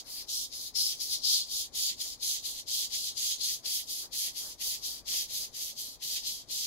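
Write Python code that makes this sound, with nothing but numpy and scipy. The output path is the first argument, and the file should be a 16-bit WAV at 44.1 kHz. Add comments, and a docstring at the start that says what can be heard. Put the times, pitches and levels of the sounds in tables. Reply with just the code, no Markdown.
"""A steel blade is pushed and pulled over a wet whetstone, about four strokes a second, in a quiet room.
Random grain contacts make the scratch and drive damped blade resonances, which change from tip to heel.
Body, scrape and hiss bands follow a sliding-speed curve; a moving resonance adds the bite.
A short noise tail is the room; the board bumps dully on the cloth; noise rumble and a sine hum lie below."""
import sys
import numpy as np
from scipy import signal
from scipy.fft import rfft, irfft
from scipy.io import wavfile
from scipy.ndimage import uniform_filter1d

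SR = 44100
rng = np.random.default_rng(int(sys.argv[2]) if len(sys.argv) > 2 else 0)


def master(y):
    """Save y as 16-bit WAV."""
    cut = np.clip(np.atleast_2d(y).T, -1, 1)
    pcm = np.round(cut * 32767)  # scale
    wavfile.write(sys.argv[1], SR, pcm.astype(np.int16))


N = 293706


# Colour of grit on steel, before the bands are levelled: freq_hz, relative_db_per_hz
SCRATCH_COLOUR = [(760, -31), (1300, -47), (1440, -35.5), (1880, -17.5), (2660, -11), (3170, -3),
                  (4780, -3.5), (5260, -4), (6550, -5.5), (8610, -6), (10200, -3), (11200, -5.5),
                  (15200, -6), (16000, -15)]
# Scratch, left over right: freq_hz, left_right_db
SCRATCH_BALANCE = [(1500, 8.5), (2600, 3), (3300, -2), (4900, 3.5), (6500, -3), (7400, -6.5), (10000, -0.5),
                   (12000, -3), (15500, -8.5)]
# Scratch, likeness of the channels: freq_hz, likeness_0_to_1
SCRATCH_LIKENESS = [(2000, 0.3), (3700, 0.22), (5200, 0.6), (6500, 0), (9500, 0.32), (12000, 0.74),
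                    (15000, 0.5)]
# Scratch, phase by which left leads: freq_hz, lead_rad
SCRATCH_PHASE = [(1800, 3), (3500, 1.5), (4500, 4.5), (5500, 3.5), (6500, 1.8), (7500, -0.5), (9000, -1.5),
                 (11000, -1.9), (14000, 2.5)]
BODY_TOP_HZ, HISS_BOTTOM_HZ = 2900, 7500   # scrape lies between
RING_DB = -5.5   # all fixed modes together
BITE_WIDTH_HZ, BITE_SIDE_DB = 3500, 1.5   # left up, right down
BODY_FLICKER_DB = 2.5
SPEED_POWER = 19


def strokes():
    """Rubbing: grit and ringing blade, split in bands whose gain is a power of sliding speed."""
    hiss_db, tilt_db, body_db, left_right_db, bite_hz, bite_db, lower_db, upper_db = stroke_colour()
    grains = grit()
    driven = grains + from_db(RING_DB) * blade_ring(grains) + gliding_ring(grains, lower_db, upper_db)
    rubbed = stereo_colour(driven, SCRATCH_COLOUR, SCRATCH_BALANCE, SCRATCH_LIKENESS, SCRATCH_PHASE)

    body = lowpass(rubbed, BODY_TOP_HZ)
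    below_hiss = lowpass(rubbed, HISS_BOTTOM_HZ)
    hiss = patchy(rubbed - below_hiss, tilt_db)
    scrape = below_hiss - body
    # the pressed part of the blade: a broad hump that moves with pressure and angle
    hump = moving_resonance(scrape, bite_hz, BITE_WIDTH_HZ)
    hump = moving_resonance(hump, bite_hz, BITE_WIDTH_HZ)
    scrape = scrape + from_db(bite_db + np.array([[BITE_SIDE_DB], [-BITE_SIDE_DB]])) * hump

    layers = evened(scrape)
    layers = layers + from_db(hiss_db) * evened(hiss)
    layers = layers + from_db(body_db + BODY_FLICKER_DB * drift(9.2)) * evened(body)
    side_db = left_right_db * np.array([[.5], [-.5]])
    return layers * stroke_speed() ** SPEED_POWER * from_db(catches() + side_db)


# One row per stroke, push and pull in turn; *_after_s count from the turn, release_s back from the next turn:
# turn_s, turn_level_db, rest_s, attack_end_after_s, attack_end_level_db, middle_after_s, middle_level_db,
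# release_s, release_start_level_db, hiss_over_scrape_db, hiss_rise_db, body_over_scrape_db,
# bite_early_hz, bite_late_hz, bite_early_db, bite_late_db, lower_glide_db, upper_glide_db
STROKES = [(-0.19, -60.0, 0.006, 0.04, -40.0, 0.12, -40.0, 0.049, -41, -7.5, -1, -24, 4600.0, 5380.0, 1.5, -1, 0.6, 2.8),
           (0.044, -66.5, 0.006, 0.035, -52, 0.088, -47, 0.041, -46.5, -1, -2, -14.5, 4670.0, 4650, 8, 6, 4, 1.8),
           (0.259, -63.2, 0.009, 0.035, -40, 0.096, -38.5, 0.048, -42, -4.0, 0.5, -33, 4640, 4800, -21, -7.9, 1, 2.4),
           (0.499, -61.5, 0.009, 0.036, -44, 0.081, -45.5, 0.043, -46, -3, 3, -20, 4800, 4100, 4, 6, 7.5, 4.5),
           (0.725, -68, 0.0087, 0.034, -35, 0.079, -32.5, 0.056, -38, -5, 0.5, -25.5, 5350.0, 5200, 1.9, -1, -15, 4),
           (0.978, -53, 0.014, 0.032, -37.5, 0.11, -44.5, 0.071, -33, -4, -2, -22.5, 4840, 4200, 2, 6, 5, 4.0),
           (1.206, -52.5, 0.007, 0.046, -33, 0.132, -29, 0.058, -35.5, -7.5, -0.5, -29, 4430, 4230, -1, -2, -2, 2.7),
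           (1.465, -52.5, 0.01, 0.055, -39.5, 0.14, -37, 0.047, -48, -4.5, -0.2, -24.5, 4670, 5160, -5, -17, -0.0, 1.4),
           (1.707, -73, 0.009, 0.05, -39.5, 0.13, -35, 0.069, -36, -4.5, -5, -22, 4780, 4700.0, -14.4, -20, 1.5, 2),
           (1.967, -59, 0.006, 0.046, -37.5, 0.061, -42.5, 0.039, -47, -4, -1.2, -23.5, 5000, 4900, -5, -6, 5, 2.2),
           (2.177, -67.5, 0.009, 0.056, -38.5, 0.13, -35.5, 0.052, -40, -3.2, -1, -22, 4540.0, 4440, -6, -12, 6, 4.2),
           (2.42, -54.5, 0.007, 0.037, -38.5, 0.13, -48.1, 0.045, -43.5, -3.5, -2, -23.5, 4530.0, 4960.0, -13, -25, 3, 1.5),
           (2.646, -67.5, 0.011, 0.037, -41.5, 0.1, -35.5, 0.041, -38.5, -4, 1.0, -24, 4720.0, 4550.0, -11, -14, -1, 1.7),
           (2.892, -55.9, 0.002, 0.048, -36, 0.13, -42, 0.058, -38, -5, 1, -22.2, 4700, 5040, -10, -10, -2, 2.4),
           (3.143, -56.6, 0.007, 0.034, -39.4, 0.11, -36, 0.059, -35.5, -4.5, -2, -23, 4800, 4620.0, -15, -16, 5.5, 3.0),
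           (3.384, -50, 0.007, 0.029, -38.5, 0.061, -35, 0.077, -39.4, -4, 2.8, -17.5, 4220, 4950, -1.5, -8.1, 5.5, 1.8),
           (3.62, -67, 0.0065, 0.038, -40.5, 0.14, -37.5, 0.049, -42.9, -1, 3, -17.5, 4800, 5100, -6, -5, -3, 5.1),
           (3.857, -58.4, 0.007, 0.041, -41, 0.17, -45.5, 0.039, -51.5, -1, 0, -21, 4930.0, 4740, -7.5, -3.4, 2, 2.9),
           (4.095, -73.5, 0.007, 0.039, -43, 0.11, -38, 0.044, -41.5, -0.5, 0.5, -18, 4500, 4660.0, -4, -2.3, 4, 1.4),
           (4.33, -59.5, 0.004, 0.044, -41.5, 0.14, -48.5, 0.039, -49.5, -0.8, 0.2, -18.5, 4560, 4940, -3.6, -2, 1.4, 3.4),
           (4.568, -70, 0.007, 0.047, -42, 0.11, -38.5, 0.054, -41.5, -0.5, -1.5, -16, 4910.0, 4820.0, -8, -3, 1.2, 3.8),
           (4.805, -58.5, 0.007, 0.027, -44, 0.055, -39, 0.038, -52, -3, 0.5, -22.4, 4760.0, 4750.0, -3, -1.9, -3, 4.2),
           (5.033, -73.5, 0.007, 0.049, -40, 0.13, -36, 0.055, -38.5, -3, 2.5, -17, 4780.0, 4800, -9, 0, 2, 3.2),
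           (5.278, -57.5, 0.004, 0.03, -45, 0.083, -39.5, 0.068, -43, -2, -1, -18, 4700, 4730, -5, -3, 5, 2.7),
           (5.512, -67, 0.01, 0.037, -47.5, 0.11, -42, 0.038, -46.5, -0.5, 1, -16, 4750, 4850, -7, -4, 5, 1.6),
           (5.746, -61.5, 0.003, 0.041, -42.5, 0.057, -42.5, 0.028, -55.7, -1.5, 0.8, -19.5, 4700, 4480, -8.4, -4.4, 1.5, 2.3),
           (5.982, -73, 0.008, 0.049, -42, 0.092, -42, 0.047, -37.5, -3, -0.5, -18.5, 4770.0, 4950, -8, -5, 0, 1.3),
           (6.218, -51, 0.0076, 0.05, -37.5, 0.15, -46.5, 0.041, -53.5, -4.5, 0, -22, 4660, 5030, -8, -10, -2, 2.6),
           (6.461, -71.6, 0.006, 0.056, -39, 0.06, -40.5, 0.04, -38.5, -3.5, -0.6, -20, 4770, 4700.0, -10, -1, 1, 2)]
LAST_TURN_S, LAST_TURN_DB = 6.71, -60
HALFWAY_UP, HALFWAY_DOWN = 0.54, 0.53   # share of the speed step held halfway through attack, release


def stroke_speed():
    """Relative sliding speed: rest, attack, middle, release; straight between the points."""
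    turn, turn_db, rest, attack, early_db, middle, middle_db, release, late_db = np.transpose(STROKES)[:9]
    next_turn = np.append(turn[1:], LAST_TURN_S)
    next_turn_db = np.append(turn_db[1:], LAST_TURN_DB)
    levels_db = np.array([turn_db, early_db, middle_db, late_db, next_turn_db])
    slow, early, mid, late, last = from_db(levels_db / SPEED_POWER)
    points_s = np.c_[turn, turn + rest, turn + (rest + attack) / 2, turn + attack, turn + middle,
                     next_turn - release, next_turn - release / 2].ravel()
    half_up = slow + HALFWAY_UP * (early - slow)
    half_down = last + HALFWAY_DOWN * (late - last)
    speed = np.c_[slow, slow, half_up, early, mid, late, half_down].ravel()
    order = np.argsort(points_s)
    points_s = np.append(points_s[order], LAST_TURN_S)
    speed = np.append(speed[order], last[-1])
    return in_time(np.c_[points_s, speed])[0]


# Shape shared by all pushes, added to each stroke's own values:
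# stroke_share_0_to_1, hiss_db, hiss_tilt_db, body_db, left_right_db, bite_shift_hz, bite_db
PUSH_SHAPE = [(0, -1, -4, -17, 3.5, -200, 2), (.08, -7, 0, -1, 8.5, -100, 1), (.16, -3, 0, 2, 3.5, -100, 2),
              (.24, 0.2, -1, 2.5, 0.5, 33, 2.5), (.4, 0.6, 0.5, -1.5, 0.7, 100, 1.5),
              (.6, 0.6, 2, -2, 0, 200, 0.5), (.8, -2.5, 2, 3.5, -1, 96, -6),
              (.9, -3.5, -5, 3, -2.5, 100, -4), (.99, -4, -4, -6, 0, 100, 1)]
# The same for all pulls:
# stroke_share_0_to_1, hiss_db, hiss_tilt_db, body_db, left_right_db, bite_shift_hz, bite_db
PULL_SHAPE = [(0, 0, 0, -0.39, 2.2, 100, 2), (.08, -3.5, -3, 1.5, 4.3, -50, 1.5),
              (.16, -3.5, 1.5, 1.7, 3.1, -150, 0.5), (.24, 0.5, 0, 0, 0.83, 30, 0.5),
              (.4, 0.8, 0, -2.4, 0.32, 100, 1), (.6, 1, 0.5, -1.5, 0.6, 152, 1.5),
              (.8, -2, -2, 0.64, 0.5, 100, 1), (.9, -3, -4, -3, 0.6, 50, -3), (.99, -6, -4, 0, 2.7, 30, -3)]
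EARLY_SHARE, LATE_SHARE = .3, .7   # early values hold before, late values after


def stroke_colour():
    """Band, side, bite and ring curves: pressure and angle through a push or pull, plus each stroke's own."""
    ends_s = [row[0] for row in STROKES[1:]] + [LAST_TURN_S]
    rows = []
    for k, (row, end_s) in enumerate(zip(STROKES, ends_s)):
        turn_s = row[0]
        hiss_db, rise_db, body_db, early_hz, late_hz, early_db, late_db, lower_db, upper_db = row[9:]
        shape = (PUSH_SHAPE, PULL_SHAPE)[k % 2]
        for share, more_hiss_db, tilt_db, more_body_db, left_right_db, shift_hz, more_bite_db in shape:
            late = np.clip((share - EARLY_SHARE) / (LATE_SHARE - EARLY_SHARE), 0, 1)
            rows.append((turn_s + share * (end_s - turn_s),
                         hiss_db + more_hiss_db + rise_db * (late - .5),
                         tilt_db,
                         body_db + more_body_db,
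                         left_right_db,
                         early_hz + late * (late_hz - early_hz) + shift_hz,
                         early_db + late * (late_db - early_db) + more_bite_db,
                         lower_db, upper_db))
    return in_time(rows)


# The edge catches the stone soon after a turn: catch_s, jump_db
CATCHES = [(0.284, 2), (0.525, 1), (0.754, 0.5), (1.0, 2), (1.234, 3), (1.741, 4), (2.002, 3), (2.225, 4),
           (2.672, 1), (3.168, 3), (3.649, 3), (4.126, 2), (4.602, 1), (4.829, 1), (5.057, 1), (5.543, 2),
           (6.022, 2.5), (6.486, 4)]
CATCH_FADE_S = 0.01


def catches():
    """Level change in dB as the edge catches: held back by half the jump, then ahead by half, both fading."""
    t = np.arange(N) / SR
    return sum(jump_db / 2 * np.sign(t - s) * np.exp(-np.abs(t - s) / CATCH_FADE_S)
               for s, jump_db in CATCHES)


GRAINS_PER_S, GRAIN_SPREAD_DB = 16000, 1.5


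def grit():
    """Two trains of uneven grain contacts of random sign, coming in clumps where the edge bites."""
    size_db = GRAIN_SPREAD_DB * np.minimum(rng.exponential(1, (2, N)), 5)
    sizes = from_db(size_db) * rng.choice([-1, 1], (2, N))
    hits = rng.random((2, N)) < GRAINS_PER_S / SR
    clumps_db = 0.15 * drift(23) + 1.0 * drift(520)
    return rms_one(sizes * hits) * from_db(clumps_db)


# Blade modes, levels before the common ring level: mode_hz, width_hz, tip_db, middle_db, heel_db
BLADE_MODES = [(3252, 66, 0, 1.6, 0.76), (3778, 48, 8.5, 3, 2.2), (4173, 140, 7.5, 2.4, 4.5),
               (4620, 75, 6.5, 1.4, 1), (4865, 73, 8, 1.6, 0.33), (5165, 49, 10, 0.84, 0.33),
               (5690, 68, 9, 0.1, 0.033), (7040, 44, -18, 2.7, 1.1), (7230, 42, -2, 1.7, 0.67),
               (11000, 110, 4, 7.9, 1.6)]
# Contact along the blade: time_s, place_0_tip_to_1_heel
CONTACT_PLACE = [(0, 0.076), (1.4, 0.15), (3.3, 0.64), (6.66, .99)]
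FLICKER_DB = 4


def blade_ring(grains):
    """Grains drive each mode; its strength follows the contact place and flickers as the edge slides."""
    place, = in_time(CONTACT_PLACE)
    out = np.zeros((2, N))
    for mode_hz, width_hz, tip_db, middle_db, heel_db in BLADE_MODES:
        level_db = np.interp(place, [0, .5, 1], [tip_db, middle_db, heel_db])
        strength = from_db(level_db + FLICKER_DB * drift(5.4))
        out += resonance(grains, mode_hz, width_hz)[0] * strength
    return out


# Two resonances of the free blade length, gliding with the contact: time_s, lower_hz, upper_hz
GLIDES = [(0, 6540, 10800), (1.3, 6480, 10600), (2.05, 6800, 10900), (2.3, 6370, 11000), (3.4, 6450, 10920),
          (3.75, 6360, 11100), (4.2, 6400, 11200), (5.3, 6420, 11170), (5.7, 6310, 11340),
          (6.66, 6400, 11100)]
LOWER_WIDTH_HZ, UPPER_WIDTH_HZ = 290, 280


def gliding_ring(grains, lower_db, upper_db):
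    """Grains drive two resonances of the free blade length, which glide."""
    lower_hz, upper_hz = in_time(GLIDES)
    lower = from_db(lower_db) * moving_resonance(grains, lower_hz, LOWER_WIDTH_HZ)
    upper = from_db(upper_db) * moving_resonance(grains, upper_hz, UPPER_WIDTH_HZ)
    return lower + upper


def patchy(x, tilt_db):
    """Hiss colour tilts with the stroke and shifts as wet and dry patches of stone pass under the edge."""
    hz, spectrum = np.arange(N // 2 + 1) * SR / N, rfft(x)
    centres_hz = np.linspace(7000, 16000, 10)
    out = np.zeros_like(x)
    for k, weights in enumerate(np.eye(len(centres_hz))):
        band = irfft(spectrum * np.interp(hz, centres_hz, weights), N)
        out += band * from_db(0.74 * drift(10) + tilt_db * k / len(centres_hz))
    return out


ROOM_T60_S, ROOM_DB = 0.092, -10.5


def room(x):
    """Short diffuse tail: decaying noise, its own in each channel, starting after 4 ms."""
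    t = np.arange(SR // 2) / SR
    tail = rng.standard_normal((2, len(t))) * from_db(-60 * t / ROOM_T60_S) * (t > .004)
    tail = tail / np.sqrt(np.sum(tail ** 2) / 2)
    return from_db(ROOM_DB) * signal.fftconvolve(x, tail, axes=1)[:, :N]


# Dull rubs and bumps of the board on the cloth: centre_s, length_s, level_db
BUMPS = [(0.067, 0.29, -67.5), (2.06, 0.031, -64.5), (2.498, 0.03, -65), (3.654, 0.026, -61),
         (4.051, 0.028, -59.5), (4.463, 0.051, -59.5), (4.668, 0.022, -60), (4.91, 0.1, -66),
         (5.14, 0.026, -61), (5.434, 0.034, -64)]
# Bump colour: freq_hz, relative_db_per_hz
BUMP_COLOUR = [(120, -41), (250, 4), (600, 5), (1200, 1.5), (2000, -5), (3000, -45)]
# Bumps and rumble, left over right: freq_hz, left_right_db
LOW_BALANCE = [(40, 12.5), (200, 3), (700, 2.5), (2000, 2.5)]
# Bumps and rumble, likeness of the channels: freq_hz, likeness_0_to_1
LOW_LIKENESS = [(60, 0.33), (130, 0.49), (290, .55), (700, 0.66), (1400, .1)]


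def bumps():
    """The board rubs and bumps on the cloth: bell-shaped swells of dull noise."""
    t = np.arange(N) / SR
    swell = sum(from_db(level_db) * np.exp(-((t - centre_s) / length_s) ** 2)
                for centre_s, length_s, level_db in BUMPS)
    return swell * stereo_colour(rng.standard_normal((2, N)), BUMP_COLOUR, LOW_BALANCE, LOW_LIKENESS)


# Room rumble colour: freq_hz, relative_db_per_hz
RUMBLE_COLOUR = [(12, -16), (20, 1), (54, -1.5), (123, -1.5), (174, -6.5), (265, -1.5), (318, -4),
                 (672, -6.5), (1180, -12.5), (1450, -19), (2500, -18), (3250, -55), (5500, -120)]
# Wavering mains hum, peak level midway between left and right: time_s, level_db
HUM_LEVEL = [(0, -73), (.6, -66), (1.5, -74), (1.85, -66), (2.5, -73), (2.67, -71), (2.9, -80), (5.17, -64),
             (5.3, -80), (5.84, -82), (6.1, -68), (6.36, -72), (6.66, -70)]
RUMBLE_DB, HUM_HZ, HUM_SIDE_DB = -63, 49.6, 3


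def background():
    """Room rumble as coloured noise, mains hum as one wavering sine, stronger on the left."""
    rumble = stereo_colour(rng.standard_normal((2, N)), RUMBLE_COLOUR, LOW_BALANCE, LOW_LIKENESS)
    hum_db = in_time(HUM_LEVEL)[0] + np.array([[HUM_SIDE_DB], [-HUM_SIDE_DB]])
    hum = np.sin(2 * np.pi * HUM_HZ * np.arange(N) / SR) * from_db(hum_db)
    return from_db(RUMBLE_DB + 1.0 * drift(18)) * rumble + hum


def resonance(x, hz, width_hz, state=None):
    """Two-pole resonance, gain 1 on top; returns sound and filter state."""
    r = np.exp(-np.pi * width_hz / SR)
    state = np.zeros((2, 2)) if state is None else state
    numerator = [(1 - r * r) / 2, 0, (r * r - 1) / 2]
    denominator = [1, -2 * r * np.cos(2 * np.pi * hz / SR), r * r]
    return signal.lfilter(numerator, denominator, x, zi=state)


def moving_resonance(x, centre_hz, width_hz):
    """Resonance whose centre moves, in steps of 256 samples."""
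    out, state = np.zeros_like(x), None
    for i in range(0, N, 256):
        out[:, i:i + 256], state = resonance(x[:, i:i + 256], centre_hz[i], width_hz, state)
    return out


def stereo_colour(pair, spectrum, balance, likeness, phase=((1, 0), (2, 0))):
    """Two unrelated signals become coloured left and right of given balance, likeness, phase; mid rms 1."""
    hz = np.arange(N // 2 + 1) * SR / N + 1

    def at(points):
        points_hz, values = np.transpose(points)
        return np.interp(np.log(hz), np.log(points_hz), values)

    left, other = rfft(pair)
    alike = np.clip(at(likeness), 0, 1)
    right = alike * left * np.exp(-1j * at(phase)) + np.sqrt(1 - alike ** 2) * other
    gain = from_db(at(spectrum) + at(balance) * [[.5], [-.5]])
    out = irfft(np.array([left, right]) * gain, N)
    return out / np.sqrt(np.mean(out.mean(axis=0) ** 2))


def lowpass(x, hz):
    """Steep low-pass without delay."""
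    return signal.sosfiltfilt(signal.butter(4, hz, fs=SR, output="sos"), x)


def evened(x):
    """Hold the mid level near rms 1 over a running 1/12 s."""
    return x / np.sqrt(uniform_filter1d(x.mean(axis=0) ** 2, size=SR // 12))


def drift(rate_hz):
    """Slow random wander, rms 1: noise through two equal poles at SR / 40, then interpolated."""
    r = np.exp(-80 * np.pi * rate_hz / SR)
    slow = signal.lfilter([1], [1, -2 * r, r * r], rng.standard_normal(N // 40 + 2002))[2000:]
    return np.interp(np.arange(N) / 40, np.arange(len(slow)), rms_one(slow))


def in_time(rows):
    """Columns of a curve (first column time_s), one value per sample."""
    time_s, *columns = np.transpose(rows)
    return [np.interp(np.arange(N) / SR, time_s, column) for column in columns]


def rms_one(x):
    """Scale to rms 1."""
    return x / np.sqrt(np.mean(x ** 2) + 1e-20)


def from_db(db):
    """Decibels to gain."""
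    return 10 ** (np.asarray(db) / 20)


def scene():
    """Blade on stone, its room tail, the board and the background."""
    blade = strokes()
    return blade + room(blade) + bumps() + background()


CUTOFF_HZ = 15740


def record(dry):
    """Cut the top steeply."""
    return signal.sosfilt(signal.ellip(14, .5, 70, CUTOFF_HZ, fs=SR, output="sos"), dry)


dry = scene()
out = record(dry)
master(out)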